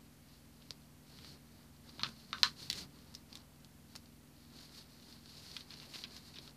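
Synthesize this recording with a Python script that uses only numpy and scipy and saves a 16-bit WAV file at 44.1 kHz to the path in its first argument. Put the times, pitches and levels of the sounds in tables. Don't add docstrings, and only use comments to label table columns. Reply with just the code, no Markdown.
import sys
import numpy as np
from scipy import signal
from scipy.fft import rfft, irfft, next_fast_len
from scipy.io import wavfile
from scipy.ndimage import uniform_filter1d, map_coordinates

SR = 44100
rng = np.random.default_rng(int(sys.argv[2]) if len(sys.argv) > 2 else 0)


def master(y):
    cut = np.clip(np.atleast_2d(y).T, -1, 1)
    pcm = np.round(cut * 32767)
    wavfile.write(sys.argv[1], SR, pcm.astype(np.int16))


N = 289296
TIME = np.arange(N) / SR
COARSE_TIME = TIME[::32]
FIRM_DB = -55.5


def amp(db):
    return 10 ** (np.asarray(db) / 20)


def unit(x):
    return x / np.sqrt(np.mean(x ** 2) + 1e-20)


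def along(points, hz):
    point_hz, point_db = np.transpose(points)
    return amp(np.interp(np.log(hz + 1), np.log(point_hz + 1), point_db))


def wobble(rate):
    knots = rng.standard_normal(int(N * rate / SR) + 4)
    return np.interp(TIME, COARSE_TIME, map_coordinates(knots, [COARSE_TIME * rate]))


def coloured(x, points):
    size = next_fast_len(len(x) + 8192)
    gain = along(points, np.fft.rfftfreq(size, 1 / SR))
    return unit(irfft(rfft(x, size) * gain, size)[:len(x)])


def add(track, s, sound):
    part = track[round(s * SR):][:len(sound)]
    part += sound[:len(part)]


def click(body_db, edge_db, centre_hz, width_hz, size=1024):
    body_curve = [(60, -14.5), (650, -10.5), (1100, 2.0), (1700, -3.0), (2600, -1.5), (6000, -21), (12000, -55.5)]
    skirt_curve = [(100, -19.5), (1500, 2.5), (4000, 2.5), (5700, -1.5), (8500, -24.5), (14000, -16.0)]
    hz = np.fft.rfftfreq(size, 1 / SR)
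    resonance = hz * width_hz / np.abs(centre_hz ** 2 - hz ** 2 + 1j * hz * width_hz)
    skirts = along(skirt_curve, hz)
    body = amp(body_db - 5.0) * along(body_curve, hz)
    edge = amp(edge_db - 7.0) * along([(1000, -28), (6000, 10.5), (14000, -3)], hz)
    power = resonance ** 2 * skirts ** 2 + body ** 2 + edge ** 2
    cepstrum = irfft(np.log(power) / 2)
    cepstrum[1:size // 2] *= 2
    cepstrum[size // 2 + 1:] = 0
    pulse = irfft(np.exp(rfft(cepstrum)))
    return pulse / np.abs(pulse).max()


def stutter(db, t60=0.019):
    t = np.arange(SR // 50) / SR
    slips = rng.standard_normal(len(t)) * amp(-60 * t / t60) * (t > .0006)
    steps = amp(db) * slips / np.linalg.norm(slips)
    steps[0] = 1
    return steps


def answer(tail_db, hold, t60, colour):
    # delay_s, level_db (relative to the diffuse tail's total)
    walls = [(.003, -9.5), (0.012, -15.5)]
    t = np.arange(SR // 4) / SR
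    time_past_hold = np.logaddexp(0, (t - hold) * 200) / 200
    fade = amp(-60 * time_past_hold / t60) * (1 - np.exp(-t / .0006))
    tail = coloured(rng.standard_normal(len(t)), colour) * fade
    tail /= np.linalg.norm(tail)
    for delay, db in walls:
        add(tail, delay, amp([db]))
    response = amp(tail_db) * tail
    response[0] += 1
    return response


def house():
    # multiple of the shaft speed, peak level_db (before it wavers)
    hum_lines = [(2, -81), (3, -69), (4, -68.5), (5, -73), (7, -64), (9, -72), (10, -79), (11, -66),
                 (12, -68.5), (13, -80.5), (14, -72), (15, -81.5), (18, -88)]
    # frequency_hz, relative level_db
    rumble_curve = [(15, -39), (32, -22), (43, -4.5), (70, 1), (160, -3), (280, -6), (400, -8.5),
                    (600, -9.5), (1000, -14.5), (2000, -21.5), (5000, -27)]
    hiss_curve = [(100, -12), (1000, 2.5), (3000, 2), (4400, -3), (5600, 0), (8000, -1), (14500, -1)]
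    shaft_hz = 20.95
    turns = np.cumsum(shaft_hz * (1 + 0.0041 * wobble(4))) / SR
    hum = np.zeros(N)
    for order, db in hum_lines:
        level = amp(db + 1.6 * wobble(4.4))
        phase = 2 * np.pi * (round(order) * turns + rng.random()) + 0.43 * wobble(9.0)
        hum += level * np.sin(phase)
    rumble = amp(-67.5) * coloured(rng.standard_normal(N), rumble_curve)
    hiss = amp(-68.0) * coloured(rng.standard_normal(N), hiss_curve)
    return hum + rumble + hiss


def hand_speed():
    # start_s, length_s, level_db (aimed at by the stroke's end), swish_db (pressure relative to rubbing)
    strokes = [(0.316, 0.076, -69, -9), (.58, 0.15, -71, 2), (1.077, 0.13, -65.5, -2),
               (1.182, .16, -61, -0.5), (1.488, 0.14, -71, 1), (1.874, 0.15, -63.5, 0),
               (2.057, 0.052, -55, -0.5), (2.172, 0.18, -64.5, 1), (2.398, 0.1, -55.5, -1),
               (2.599, 0.064, -53.5, -1), (2.746, 0.062, -48.5, -1), (2.893, 0.29, -69, 4),
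               (3.298, 0.091, -64.5, 4), (3.875, 0.11, -68.5, -2), (4.376, 0.23, -72.5, -8),
               (4.555, .11, -58, -4.5), (4.721, 0.082, -58, -5), (4.878, .14, -66, -1),
               (5.02, 0.13, -60.5, -3.5), (5.19, .1, -68.5, -5), (5.29, 0.32, -58, -3),
               (5.686, 0.2, -59, 3), (5.92, 0.094, -53, 1.5), (6.05, .08, -63, -1),
               (6.135, 0.045, -56.5, 2.5), (6.242, 0.042, -58.5, -3), (6.34, .15, -62, 1)]
    rise_s, fall_s, swell_db = 0.013, .014, 1
    holding_db = -76.5
    t = COARSE_TIME
    rubbing = pressing = amp(holding_db) ** 2
    for s, length, db, swish_db in strokes:
        rise = .5 + .5 * np.tanh((t - s) / rise_s / 2)
        fall = .5 + .5 * np.tanh((s + length - t) / fall_s / 2)
        progress = np.clip((t - s) / length, 0, 1)
        power = amp(db + swell_db * (progress - 1.0)) ** 2 * rise * fall
        rubbing = rubbing + power
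        pressing = pressing + power * amp(swish_db) ** 2
    return [np.interp(TIME, t, np.sqrt(power)) for power in (rubbing, pressing)]


def sliding(speed, grains_per_s=500, scatter_db=1.0, grain_share=0.21):
    # frequency_hz, relative level_db
    slide_curve = [(300, -23), (900, -15), (1600, -12), (2400, -11), (3300, -8.5), (4400, 2), (5300, -6),
                   (7000, -20), (9000, -15.5), (14500, -24)]
    swipe_curve = [(1000, -24.5), (3500, -4.5), (5200, 1.5), (7000, 0), (9000, -14), (14500, -13)]
    sizes = amp(scatter_db * np.minimum(rng.exponential(size=N), 3))
    catches = (rng.random(N) < grains_per_s / SR) * rng.choice([-1, 1], N) * sizes
    friction = np.sqrt(grain_share) * unit(catches) + np.sqrt(1 - grain_share) * rng.standard_normal(N)
    brightness = amp(-7.5) * (speed / amp(FIRM_DB)) ** 0.33
    treble = brightness * coloured(rng.standard_normal(N), swipe_curve)
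    unevenness = amp(1.3 * wobble(90) + 1.5 * wobble(18))
    return speed * unevenness * (coloured(friction, slide_curve) + treble)


def sticker_edges(speed, edges_per_s=24, firm_db=-43.5, scatter_db=2.5):
    sizes = amp(firm_db + scatter_db * np.clip(rng.standard_normal(N), -2, 2))
    flicks = (rng.random(N) < edges_per_s / SR) * sizes
    effort = (speed / amp(FIRM_DB)) ** 0.81
    tick = np.convolve(click(body_db=-9, edge_db=-21.5, centre_hz=4400, width_hz=1350), stutter(db=-5))
    return signal.oaconvolve(flicks * effort, tick)[:N]


def bending(pressure, inertia_s=.09):
    # frequency_hz, relative level_db
    swish_curve = [(50, -23), (110, -1), (220, 3.5), (350, 2), (480, -2.5), (650, -7), (950, -6.5),
                   (2000, -12.5), (5000, -40)]
    # centre_s, spread_s, level_db (before a 4 dB cut)
    swings = [(1.28, .08, -60.5), (2.06, 0.055, -54.5), (2.44, 0.11, -58), (2.78, 0.087, -56)]
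    thrum_curve = [(30, -35), (60, -3), (130, 2.0), (210, -1.0), (300, -8.0), (600, -25.5), (2000, -65)]
    effort = np.abs(uniform_filter1d(pressure, int(inertia_s * SR))) / amp(FIRM_DB)
    swish_level = amp(-63.0 + 2.34 * wobble(25)) * effort ** 0.64
    swish = swish_level * coloured(rng.standard_normal(N), swish_curve)
    swing = amp(-67.0) * effort ** 0.36
    for s, spread, db in swings:
        swing += amp(db - 4.0) * np.exp(-.5 * ((TIME - s) / spread) ** 2)
    thrum = swing * coloured(rng.standard_normal(N), thrum_curve)
    return swish + thrum


def crinkles(ticks_per_s=700):
    # (typical tick, before a 3.5 dB lift and the room)
    runs = [(.62, 0.0036, -63), (1.23, 0.028, -67), (2.009, 0.0053, -49), (2.064, .007, -48),
            (2.733, .012, -53), (3.351, 0.015, -73), (5.725, 0.017, -58), (5.835, .014, -58),
            (5.949, .008, -46), (6.047, .004, -48.5), (6.175, .01, -63), (6.378, 0.015, -56.5)]
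    track = np.zeros(N)
    for s, spread, db in runs:
        count = int(ticks_per_s * 4 * spread) + 1
        for when, size, pitch in rng.standard_normal((count, 3)):
            pitch_hz = 3400 * np.exp(.25 * pitch)
            tick = click(body_db=-10, edge_db=-36, centre_hz=pitch_hz, width_hz=580)
            add(track, s + spread * when, amp(db + 3.5 + 4.0 * size) * tick)
    room_curve = [(200, -1), (1500, 6.0), (8000, -16.0)]
    room = answer(tail_db=-13, hold=0.0033, t60=0.073, colour=room_curve)
    return signal.fftconvolve(track, room)[:N]


def creases():
    # start_s, level_db (before a 1 dB cut, stutter and room),
    # body_db, sharp edge_db (both before trims in click), pitch_hz, stutter_db
    ticks = [(.7074, -24.5, -12, -18.5, 4730, -26), (1.1882, -39.5, 1, -21, 3550, -8),
             (1.2465, -37.5, 1, -21, 4260, -1), (1.8934, -40.5, -3, -24, 4630, -2),
             (2.0888, -37.5, 5, -6, 4180, 3), (2.7008, -16.5, -30, -15.5, 4370, 0.5),
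             (2.7122, -25, -16, -16.5, 3880, -7), (2.7292, -22, -19, -10.5, 3580, -7),
             (2.7893, -35, -18, -18, 4010, -2), (3.1422, -37, -6, -9, 4680, -7),
             (3.1501, -33, -25, -17.5, 5330, 2.5), (3.3287, -35.5, -23, -27, 4700, -4),
             (3.3545, -30.5, -17, -9, 3860, -4), (3.373, -37, -5, -13, 5200, -10),
             (3.647, -38, -11, -10.5, 4400, -11.5), (3.9544, -31.5, 3, -12, 4710, -5),
             (3.961, -29.5, -8, -9, 4630, 1), (4.0584, -47, -15, -19.5, 4630, -2),
             (5.126, -40, -19, -23, 4530, -3), (5.2592, -39.5, -6, -22, 4400, -9.5),
             (5.5158, -34.5, -17, -26, 4740, -7), (5.5666, -24.5, -9, -23, 3600, -11),
             (5.569, -32, -11, -27, 2900, -7), (5.6084, -34.5, -17, -27, 4110, -6),
             (5.706, -36.5, -6, -24, 4300, -1), (5.7397, -34.5, -8, -36, 4620, -5),
             (5.8005, -34.5, -8, -33, 4250, -11), (6.0388, -26.5, -27, -33, 4000, 0.5),
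             (6.1657, -32.5, -8, -18, 4800, -7), (6.3586, -39.5, -7, -25, 4000, 0),
             (6.386, -34, -7, -28, 4200, -1), (6.4773, -38.5, -6, -24, 3760, -3.5)]
    room_curve = [(200, 17.5), (1200, -4), (4200, -8.5), (12000, -7)]
    track = np.zeros(N)
    for s, db, body_db, edge_db, pitch_hz, stutter_db in ticks:
        tick = np.convolve(click(body_db, edge_db, pitch_hz, width_hz=1140), stutter(stutter_db))
        room = answer(tail_db=-4, hold=0.0021, t60=0.09, colour=room_curve)
        add(track, s, amp(db - 1) * signal.fftconvolve(tick, room))
    return track


def knocks(t60=0.014):
    # start_s, level_db (at the start of the decay), pitch_hz
    taps = [(0.7083, -45, 476), (1.984, -49, 574), (3.9547, -48.5, 630), (5.957, -42.5, 350),
            (6.39, -45, 358)]
    track, t = np.zeros(N), np.arange(SR // 10) / SR
    for s, db, hz in taps:
        onset = 1 - np.exp(-t / 0.00016)
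        add(track, s, amp(db - 60 * t / t60) * np.sin(2 * np.pi * hz * t) * onset)
    return track


def buckles():
    # start_s, level_db (before stutter and room), body_db,
    # sharp edge_db (both before trims in click), ring_db (before trims below), pitch_hz, stutter_db
    snaps = [(1.995, -30.5, 2.5, -30, -1.5, 3600, 0.5), (2.0341, -15.5, -2.5, -50, -4, 4170, -3),
             (2.045, -27.5, 0, -36.5, -0.5, 3260, 0.5), (2.33, -20.5, 4.5, -35, -0.5, 3830, -3),
             (2.3837, -34, 3, -30, -12, 3600, -16), (2.4325, -3.5, -8, -25.5, -0.7, 4200, -21)]
    # frequency_hz, relative level_db, t60_s
    modes = [(1072, -1.5, 0.097), (1220, -5, 0.16), (1400, -9, .08), (1498, -2, 0.085), (1536, 0, 0.089),
             (1710, 5, 0.07), (4100, 7, 0.12), (4300, -3, 0.16), (4800, -2, 0.13)]
    # frequency_hz, relative level_db
    tail_curve = [(150, -17.5), (600, 0), (780, -9), (1000, 4.5), (1250, 0.5), (1600, 5), (2200, -7),
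                  (3200, -5.5), (4300, -12.5), (5300, -7), (7000, -2.5), (14000, -8.5)]
    track, t = np.zeros(N), np.arange(SR // 4) / SR
    for s, db, body_db, edge_db, ring_db, pitch_hz, stutter_db in snaps:
        snap = np.convolve(click(body_db, edge_db, pitch_hz, width_hz=980), stutter(stutter_db))
        room = answer(tail_db=ring_db - 6.0, hold=0.015, t60=0.14, colour=tail_curve)
        ring = np.zeros(len(t))
        for hz, mode_db, t60 in modes:
            decay = amp(mode_db + rng.normal(0, 1.3) - 60 * t / t60)
            ring += decay * np.sin(2 * np.pi * (hz * t + rng.random()))
        onset = 1 - np.exp(-t / 0.0035)
        add(track, s, amp(db) * signal.fftconvolve(snap, room))
        add(track, s, amp(db + ring_db - 30.0) * ring * onset)
    return track


def scene():
    speed, pressure = hand_speed()
    stroked = sliding(speed) + sticker_edges(speed) + bending(pressure)
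    struck = crinkles() + creases() + knocks() + buckles()
    mono = house() + stroked + struck
    return np.array([mono, mono])


def record(dry):
    top_hz, offset = 14700, -.0002
    size = next_fast_len(N + 8192)
    passband = np.fft.rfftfreq(size, 1 / SR) < top_hz
    return irfft(rfft(dry, size) * passband, size)[:, :N] + offset


dry = scene()
out = record(dry)
master(out)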